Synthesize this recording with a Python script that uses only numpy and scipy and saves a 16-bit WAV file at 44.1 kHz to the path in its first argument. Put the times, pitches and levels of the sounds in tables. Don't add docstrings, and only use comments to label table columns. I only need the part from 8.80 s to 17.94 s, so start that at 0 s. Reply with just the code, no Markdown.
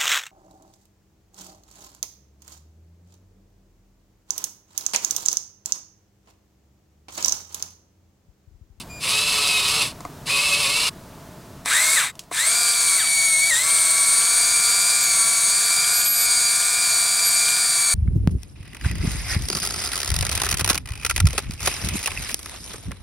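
import sys
import numpy as np
from scipy import signal
from scipy.fft import rfft, irfft, next_fast_len
from scipy.io import wavfile
from scipy.ndimage import map_coordinates

SR = 44100
rng = np.random.default_rng(int(sys.argv[2]) if len(sys.argv) > 2 else 0)


def materialize(psi):
    bounded = np.clip(np.atleast_2d(psi).T, -1, 1)
    quanta = np.round(bounded * 32767).astype(np.int16)
    wavfile.write(sys.argv[1], SR, quanta)


N = 403074

# on/s, off/s, spin-up/s, coast/s, rattle/dB, chatter/dB,
# tooth-rate whine trim/dB, overtone whine trim/dB
TRACK_A_RUNS = [(2.85, 3.15, .072, .17, -27, -18, 7, 0), (3.51, 4.17, .055, .16, -30.5, -26, 0, -1),
                (4.69, 9.5, .05, .16, -30.5, -27, -1, -1)]
TRACK_B_RUNS = [(2.848, 3.155, .055, .155, -20, -17.5, 0, -8), (3.51, 9.5, .057, .155, -22, -24, 0, -1)]
PINION_TEETH = 10
RATTLE_GROWS = 0.67


def track_a():
    # t/s, shaft speed/Hz
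    cruise = [(3.15, 226), (3.75, 239.5), (4.05, 233), (4.15, 227.6), (4.88, 233), (5.07, 225), (5.28, 227),
              (5.48, 233), (5.7, 236), (6.22, 237), (6.41, 228.3), (6.65, 231), (6.74, 236), (6.87, 234.5),
              (7.04, 238.5), (7.4, 239.5), (7.75, 237), (7.97, 240), (8.17, 236), (8.58, 236),
              (8.82, 240.5), (8.94, 234.5), (9.14, 233)]
    # f/Hz, level/dB
    housing = [(200, -30), (450, -10), (800, -23), (1000, 0.5), (1300, -11.5), (1650, 7.5), (2000, -21),
               (2500, 1), (3100, -18), (4000, -3), (5800, -5.5), (8000, 8), (10000, -32), (12500, -1),
               (15500, -24)]
    # multiple of shaft speed, level/dB
    orders = [(2, -22.5), (3, -11.5), (4, -23), (4.33, -36), (5, -4.5), (5.67, -32), (6, -3), (6.33, -12),
              (6.67, -10), (7, -8), (7.33, -43), (8, -45), (9, -11), (10.33, -11.5), (15, -12), (18, -19.5),
              (21, -4.5), (30, -7.5)]
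    # f/Hz, width/Hz, level/dB
    resonances = [(1500, 1100, -31), (2350, 300, -38), (3700, 900, -29.5), (4780, 280, -29.5),
                  (7100, 700, -40), (9120, 300, -25.5)]
    pace, age, rattle_db, chatter_db, mesh_db, upper_db = motor(TRACK_A_RUNS)
    speed = pace * curve(cruise)
    turns = shaft(speed, flutter=0.001395, age=age)
    fade_db = 0.5 * age
    load = pace ** RATTLE_GROWS * amp(rattle_db - fade_db + .5 * wobble(7.5))
    rattle = teeth(turns, housing, chance=1.5, scatter=0.064, t60=0.023, slide=0.46, count=30)
    drone = at_speed(speed, 204, 254) * hum(turns, orders, waver_db=1.6)
    whine = pinion(turns, speed, resonances, mesh_db, upper_db, waver_db=3, age=age)
    return load * (amp(1.5) * rattle + drone) + amp(chatter_db) * chatter(turns, pace) + whine


def track_b():
    # t/s, shaft speed/Hz
    cruise = [(3.15, 219), (3.8, 231), (4.13, 220.3), (4.45, 224.3), (4.55, 218.6), (4.68, 227),
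              (4.85, 218), (5.03, 217), (5.5, 223), (5.8, 224), (6.03, 227.3), (6.18, 227), (6.36, 221),
              (6.54, 224.3), (6.63, 222), (6.75, 225), (7.1, 227.3), (7.4, 226.5), (7.56, 223.5),
              (8.02, 228), (8.18, 224.7), (8.28, 227), (8.6, 226), (8.79, 228), (9.03, 225.5), (9.14, 222)]
    # t/s, speed change/Hz, rise/s
    surges = [(4.165, 7.5, .045), (4.7, -39, .038)]
    # f/Hz, level/dB
    housing = [(200, -36.5), (700, -14.5), (1300, -9.5), (1750, -8), (2900, -13), (3900, -4.5), (5200, -5),
               (6300, -6.5), (7300, -3.5), (8300, 3.5), (9300, 0), (10200, -2.5), (11500, -11),
               (15500, -18.5)]
    # multiple of shaft speed, level/dB
    orders = [(3, -19.5), (4.67, -27.5), (6, -18.5), (8, -25), (15, -20.5), (17, -22), (17.67, -19),
              (18, -21), (20, -19.5), (21.67, -18.5), (24, -21), (33, -67), (35, -11), (36, -13.5),
              (38, -3), (39, -16), (41, -22), (50, -17)]
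    # f/Hz, width/Hz, level/dB
    resonances = [(1800, 600, -28), (3700, 600, -31), (4540, 350, -32), (6700, 300, -29), (7550, 600, -22),
                  (8760, 450, -19.5), (11200, 500, -37)]
    pace, age, rattle_db, chatter_db, mesh_db, upper_db = motor(TRACK_B_RUNS)
    t, surge = np.arange(N) / SR, np.zeros(N)
    for start, change, rise in surges:
        progress = np.maximum(t - start, 0) / rise
        surge += change * progress * np.exp(1 - progress)
    speed = pace * (curve(cruise) + surge)
    turns = shaft(speed, flutter=0.000916, age=age)
    load = pace ** RATTLE_GROWS * amp(rattle_db + .5 * wobble(9))
    rattle = teeth(turns, housing, chance=0.81, scatter=0.03, t60=0.0053, slide=0.68, count=30)
    rattle *= 1 + 0.25 * np.sin(4 * np.pi * turns)
    drone = at_speed(speed, 124, 277) * hum(turns, orders, waver_db=3.0)
    drag_db = 12.5 * np.maximum(pace - motor(TRACK_A_RUNS)[0], 0)
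    whine = pinion(turns, speed, resonances, mesh_db + drag_db, upper_db, waver_db=2.5, age=age)
    return load * (amp(-2) * rattle + amp(-0.5) * drone) + amp(chatter_db) * chatter(turns, pace) + whine


def slew():
    # on/s, off/s, spin-up/s, coast/s, rattle/dB, mesh tone/dB, opening bite/dB
    swings = [(-.5, -.07, .03, 0.12, -21.5, -20, 0), (.192, 1.025, 0.04, .12, -22, -19, 6),
              (1.453, 2.088, .022, .012, -22.5, -15, 7)]
    # t/s, shaft speed/Hz
    powered_speed = [(.27, 141), (.35, 143), (.43, 148), (.6, 144), (.77, 141), (.86, 137), (.97, 154),
                     (1.03, 143), (1.5, 141), (1.56, 140), (1.64, 147), (1.75, 142), (1.8, 151),
                     (1.86, 136), (1.94, 147), (2.05, 158)]
    # f/Hz, level/dB
    housing = [(200, -30), (500, -20), (1050, -8.5), (1600, -18), (2000, -10.5), (2400, -6), (3200, -5),
               (3900, -4.5), (5200, -5), (6900, -11.5), (8300, -7.5), (10200, -9.5), (12000, -19),
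               (15500, -27)]
    # multiple of shaft speed, level swinging out/dB, level swinging back/dB
    orders = [(3, -29, -31), (4, -25, -21.5), (5, -29, -27), (8, -21, -23.5), (9, -21, -32), (15, -22, -21),
              (17, -24, -24), (22.15, -20, -19), (27, -17, -22), (28.2, -23, -20)]
    # f/Hz, width/Hz, level/dB
    cab_modes = [(2570, 180, -2), (3800, 80, 1), (4810, 100, -10), (7700, 300, -3.5), (8620, 180, -3.5),
                 (10330, 220, -6.5)]

    def panels(f):
        return 1 + sum(amp(db) * 1j * f * width / (hz * hz - f * f + 1j * f * width)
                       for hz, width, db in cab_modes)

    pace, age, rattle_db, mesh_db, bite_db = motor(swings)
    speed = np.sqrt(pace) * curve(powered_speed)
    turns = shaft(speed, flutter=0.00403, age=age)
    load = pace ** 1.57 * amp(rattle_db)
    rattle = teeth(turns, housing, chance=1.0, scatter=0.14, t60=0.052, slide=1.76, count=20)
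    rattle *= (1 + 0.065 * np.sin(2 * np.pi * turns)) * amp(0.91 * wobble(69.8))
    out, back = (hum(turns, np.array(orders)[:, [0, way]], waver_db=4.0) for way in (1, 2))
    drone = np.where(np.arange(N) / SR < 1.3, out, back)
    bite = np.exp(-age / 0.27)
    mesh = amp(mesh_db + bite_db * bite) * tone(turns, order=18, waver_db=4.5)
    whine = at_speed(speed, 103, 121) * (mesh + drone)
    return load * (amp(-0.65) * unit(filtered(rattle, panels)) + amp(2.4) * filtered(whine, panels))


def motor(runs):
    t, runs = np.arange(N) / SR, np.array(runs)
    current = np.maximum(np.searchsorted(runs[:, 0], t) - 1, 0)
    on, off, spin_up, coast, *levels = runs[current].T
    age = np.maximum(t - on, 0)
    pace = (1 - np.exp(-age / spin_up)) * np.clip(1 - (t - off) / coast, 0, 1)
    return pace, age, *levels


def shaft(speed, flutter, age, settle_s=.04):
    sway = .0022 * wobble(14) + flutter * wobble(60)
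    jerk = .2 * np.exp(-age / settle_s) * wobble(300)
    return np.cumsum(speed * np.abs(1 + sway + jerk)) / SR


def teeth(turns, housing, chance, scatter, t60, slide, count):
    own_size, own_lag = rng.choice([-1, 1], count), rng.uniform(-0.33, 0.33, count)
    strike = np.arange(int(turns[-1] * PINION_TEETH))
    size_luck, lag_luck = rng.standard_normal((N // 8, 2))[:len(strike)].T
    position = strike + own_lag[strike % count] + scatter * lag_luck
    at_sample = np.interp(position, turns * PINION_TEETH, np.arange(N))
    size = own_size[strike % count] + chance * size_luck
    taps = at_sample.astype(int)[:, None] + np.arange(-5, 7)
    pulses = size[:, None] * np.sinc(taps - at_sample[:, None])
    blows = np.bincount(np.clip(taps, 0, N).ravel(), pulses.ravel(), N + 1)[:N]
    running_share = np.mean(np.diff(turns) > 0)
    scrape = slide * rng.standard_normal(N)
    force = unit(blows) * np.sqrt(running_share) + scrape
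    t = np.arange(SR // 40) / SR
    shell = rng.standard_normal(len(t)) * amp(-60 * t / t60)
    shell *= 0.52 / np.linalg.norm(shell)
    shell[0] += 1
    return coloured(signal.fftconvolve(force, shell)[:N], housing)


def pinion(turns, speed, resonances, mesh_db, upper_db, waver_db, age, seat_s=0.045, rise_s=0.025):
    whine = np.zeros(N)
    for harmonic in range(1, 6):
        order = harmonic * PINION_TEETH
        gain = sum(amp(db) / (1 + (2 * (order * speed - hz) / width) ** 2) for hz, width, db in resonances)
        whine += gain * amp(mesh_db if harmonic == 1 else upper_db) * tone(turns, order, waver_db)
    seated = np.clip((age - seat_s) / rise_s, 0, 1)
    return seated * at_speed(speed, 60, 188) * whine


def hum(turns, orders, waver_db):
    return sum(amp(db) * tone(turns, round(order * 3) / 3, waver_db) for order, db in orders)


def tone(turns, order, waver_db, jitter_rad=.5):
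    phase = 2 * np.pi * (order * turns + rng.random()) + jitter_rad * wobble(45)
    return unit(np.sin(phase) * amp(waver_db * (0.52 * wobble(7) + 0.76 * wobble(50))))


def at_speed(speed, least_hz, full_hz):
    return np.clip((speed - least_hz) / (full_hz - least_hz), 0, 1)


def chatter(turns, pace):
    # f/Hz, level/dB
    colour = [(300, -22), (800, 0), (1200, 8), (2000, 14), (3000, 1), (4000, 11), (5000, -12), (12000, -37)]
    slack = pace * np.sqrt(1 - pace)
    return slack * teeth(turns, colour, chance=0.89, scatter=0.034, t60=0.023, slide=1.0, count=10)


def crunch(hits_per_s=7.5, t60=.03):
    # f/Hz, level/dB
    colour = [(500, -23), (2000, -18), (3200, 20), (6000, -3), (14000, -18)]
    hits = (rng.random(N) < hits_per_s / SR) * amp(-29.5 + 3.3 * rng.standard_normal(N))
    decay = amp(-60 * np.arange(SR // 10) / SR / t60)
    pace = motor(TRACK_B_RUNS)[0]
    return pace * signal.fftconvolve(hits, decay)[:N] * coloured(rng.standard_normal(N), colour)


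def squeaks():
    # t/s, length/s, start f/Hz, end f/Hz, level/dB
    notes = [(5.26, .04, 10850, 10560, -26), (5.309, .1, 10800, 10700, -32),
             (6.005, .03, 11870, 11780, -32), (6.225, .03, 11950, 11980, -27),
             (7.128, .105, 11800, 11680, -22.5), (7.239, 0.13, 11720, 11770, -18.5),
             (7.355, 0.11, 11880, 11900, -22), (8.454, 0.046, 11300, 11700, -21)]
    t, out = np.arange(N) / SR, np.zeros(N)
    tremble = 1 + 0.00092 * wobble(87)
    for start, length, start_hz, end_hz, db in notes:
        on = (t > start) & (t < start + length)
        progress = (t[on] - start) / length
        pitch = (start_hz + (end_hz - start_hz) * progress) * tremble[on]
        envelope = amp(db + 1.5) * np.sqrt(np.sin(np.pi * progress))
        out[on] += envelope * np.sin(2 * np.pi * np.cumsum(pitch) / SR)
    return out


def clicks():
    # t/s, snap/dB, knock/dB
    hits = [(1.206, -36, -36), (1.251, -39, -27.5), (2.859, -22, -30), (3.354, -42, -53),
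            (3.393, -24.5, -51), (3.437, -48, -65), (3.514, -48, -27)]
    # f/Hz, level/dB, t60/s
    body_modes = [(302, -7.5, 0.063), (450, -11, 0.044), (707, 1, 0.061), (1044, 10.5, 0.015),
                  (1245, -2.5, 0.035), (2070, -3.5, 0.021)]
    # f/Hz, level/dB
    colour = [(300, -30), (1500, -21), (2500, -2), (6000, 3), (10000, -3), (15500, -15)]
    t = np.arange(SR // 6) / SR
    knock_attack = 1 - np.exp(-t / 0.00037)
    snap_decay = amp(-60 * t / 0.011) + 0.21 * amp(-60 * t / 0.11)
    snaps, knocks = np.zeros(N), np.zeros(N)
    for start, snap_db, knock_db in hits:
        ring = sum(amp(db - 60 * t / t60) * np.sin(2 * np.pi * (hz * t + rng.random()))
                   for hz, db, t60 in body_modes)
        knocks[round(start * SR):][:len(t)] += amp(knock_db) * ring * knock_attack
        snaps[round(start * SR):][:len(t)] += amp(snap_db) * snap_decay
    return knocks + snaps * coloured(rng.standard_normal(N), colour)


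def driver(start_s=0.099, end_s=0.203, edge_s=0.019):
    # f/Hz, level/dB
    partials = [(2428, -44.5), (4856, -50.5), (7300, -49), (9733, -62), (12155, -65)]
    t = np.arange(N) / SR
    gate = np.clip(np.minimum(t - start_s, end_s - t) / edge_s + .5, 0, 1)
    return amp(1) * gate * sum(amp(db) * np.sqrt(2) * np.sin(2 * np.pi * hz * t) for hz, db in partials)


def surroundings(x, t60):
    # f/Hz, level/dB
    tail_eq = [(100, -18), (400, -10), (1300, -4.5), (2500, -60.5), (15000, -21.5)]
    t = np.arange(SR // 4) / SR
    tail = rng.standard_normal((2, len(t))) * amp(-60 * t / t60) * (t > .002)
    wet = signal.fftconvolve(x[None], tail / np.linalg.norm(tail[0]), axes=1)[:, :N]
    return filtered(wet, lambda hz: amp(along(tail_eq, hz)))


def garden():
    # f/Hz, level/dB
    colour = [(12, -34), (20, -10), (167, -2), (203, -7), (444, -13.5), (526, -17), (639, -9.5),
              (715, -13.5), (799, -22), (869, -13.5), (2310, -28), (5970, -29.5), (14600, -35),
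              (15900, -32)]
    # f/Hz, side minus mid/dB
    width = [(25, -25), (70, -19), (250, -24.5), (2000, -14)]
    # t/s, level/dB
    ride = [(0, -41.5), (1.2, -40), (2.8, -42), (2.95, -48), (3.45, -49.5), (6, -48.5), (9.14, -49.5)]
    mid, side = coloured(rng.standard_normal((2, N)), colour)
    side = filtered(side, lambda hz: amp(along(width, hz)))
    return amp(curve(ride) + 0.28 * wobble(6)) * np.array([mid + side, mid - side])


def amp(db):
    return 10 ** (np.asarray(db) / 20)


def unit(x):
    return x / np.sqrt(np.mean(x ** 2) + 1e-20)


def along(points, hz):
    f, values = np.transpose(points)
    return np.interp(np.log(hz + 1), np.log(f + 1), values)


def curve(rows):
    return np.interp(np.arange(N) / SR, *np.transpose(rows))


def wobble(rate):
    return map_coordinates(rng.standard_normal(int(N * rate / SR) + 4), [np.arange(N) * rate / SR])


def filtered(x, response):
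    size = next_fast_len(N + SR // 4)
    return irfft(rfft(x, size) * response(np.fft.rfftfreq(size, 1 / SR)), size)[..., :N]


def coloured(x, spectrum):
    return unit(filtered(x, lambda hz: amp(along(spectrum, hz))))


def scene():
    # f/Hz, left minus right/dB
    balance = [(100, -.5), (250, 1), (500, 1.5), (1300, 1.5), (2200, 3.9), (3000, -3.5), (4500, -1.5),
               (8000, 2.98), (13000, -2.5)]
    lull_at_s, lull_width_s, lull_db = 7.315, 0.06, -4.5
    lull = amp(lull_db * np.exp(-((np.arange(N) / SR - lull_at_s) / lull_width_s) ** 2))
    drive = lull * (track_a() + track_b() + crunch())
    toy = drive + slew() + driver() + squeaks() + clicks()
    direct = filtered(toy, lambda hz: amp(along(balance, hz) * np.array([[.5], [-.5]])))
    return direct + surroundings(toy, t60=0.037) + garden()


def record(dry):
    ceiling, top_hz = .55, 15900
    rounded = dry / (1 + np.abs(dry / ceiling) ** 6) ** (1 / 6)
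    return filtered(rounded, lambda hz: hz < top_hz)


dry = scene()
out = record(dry)
materialize(out)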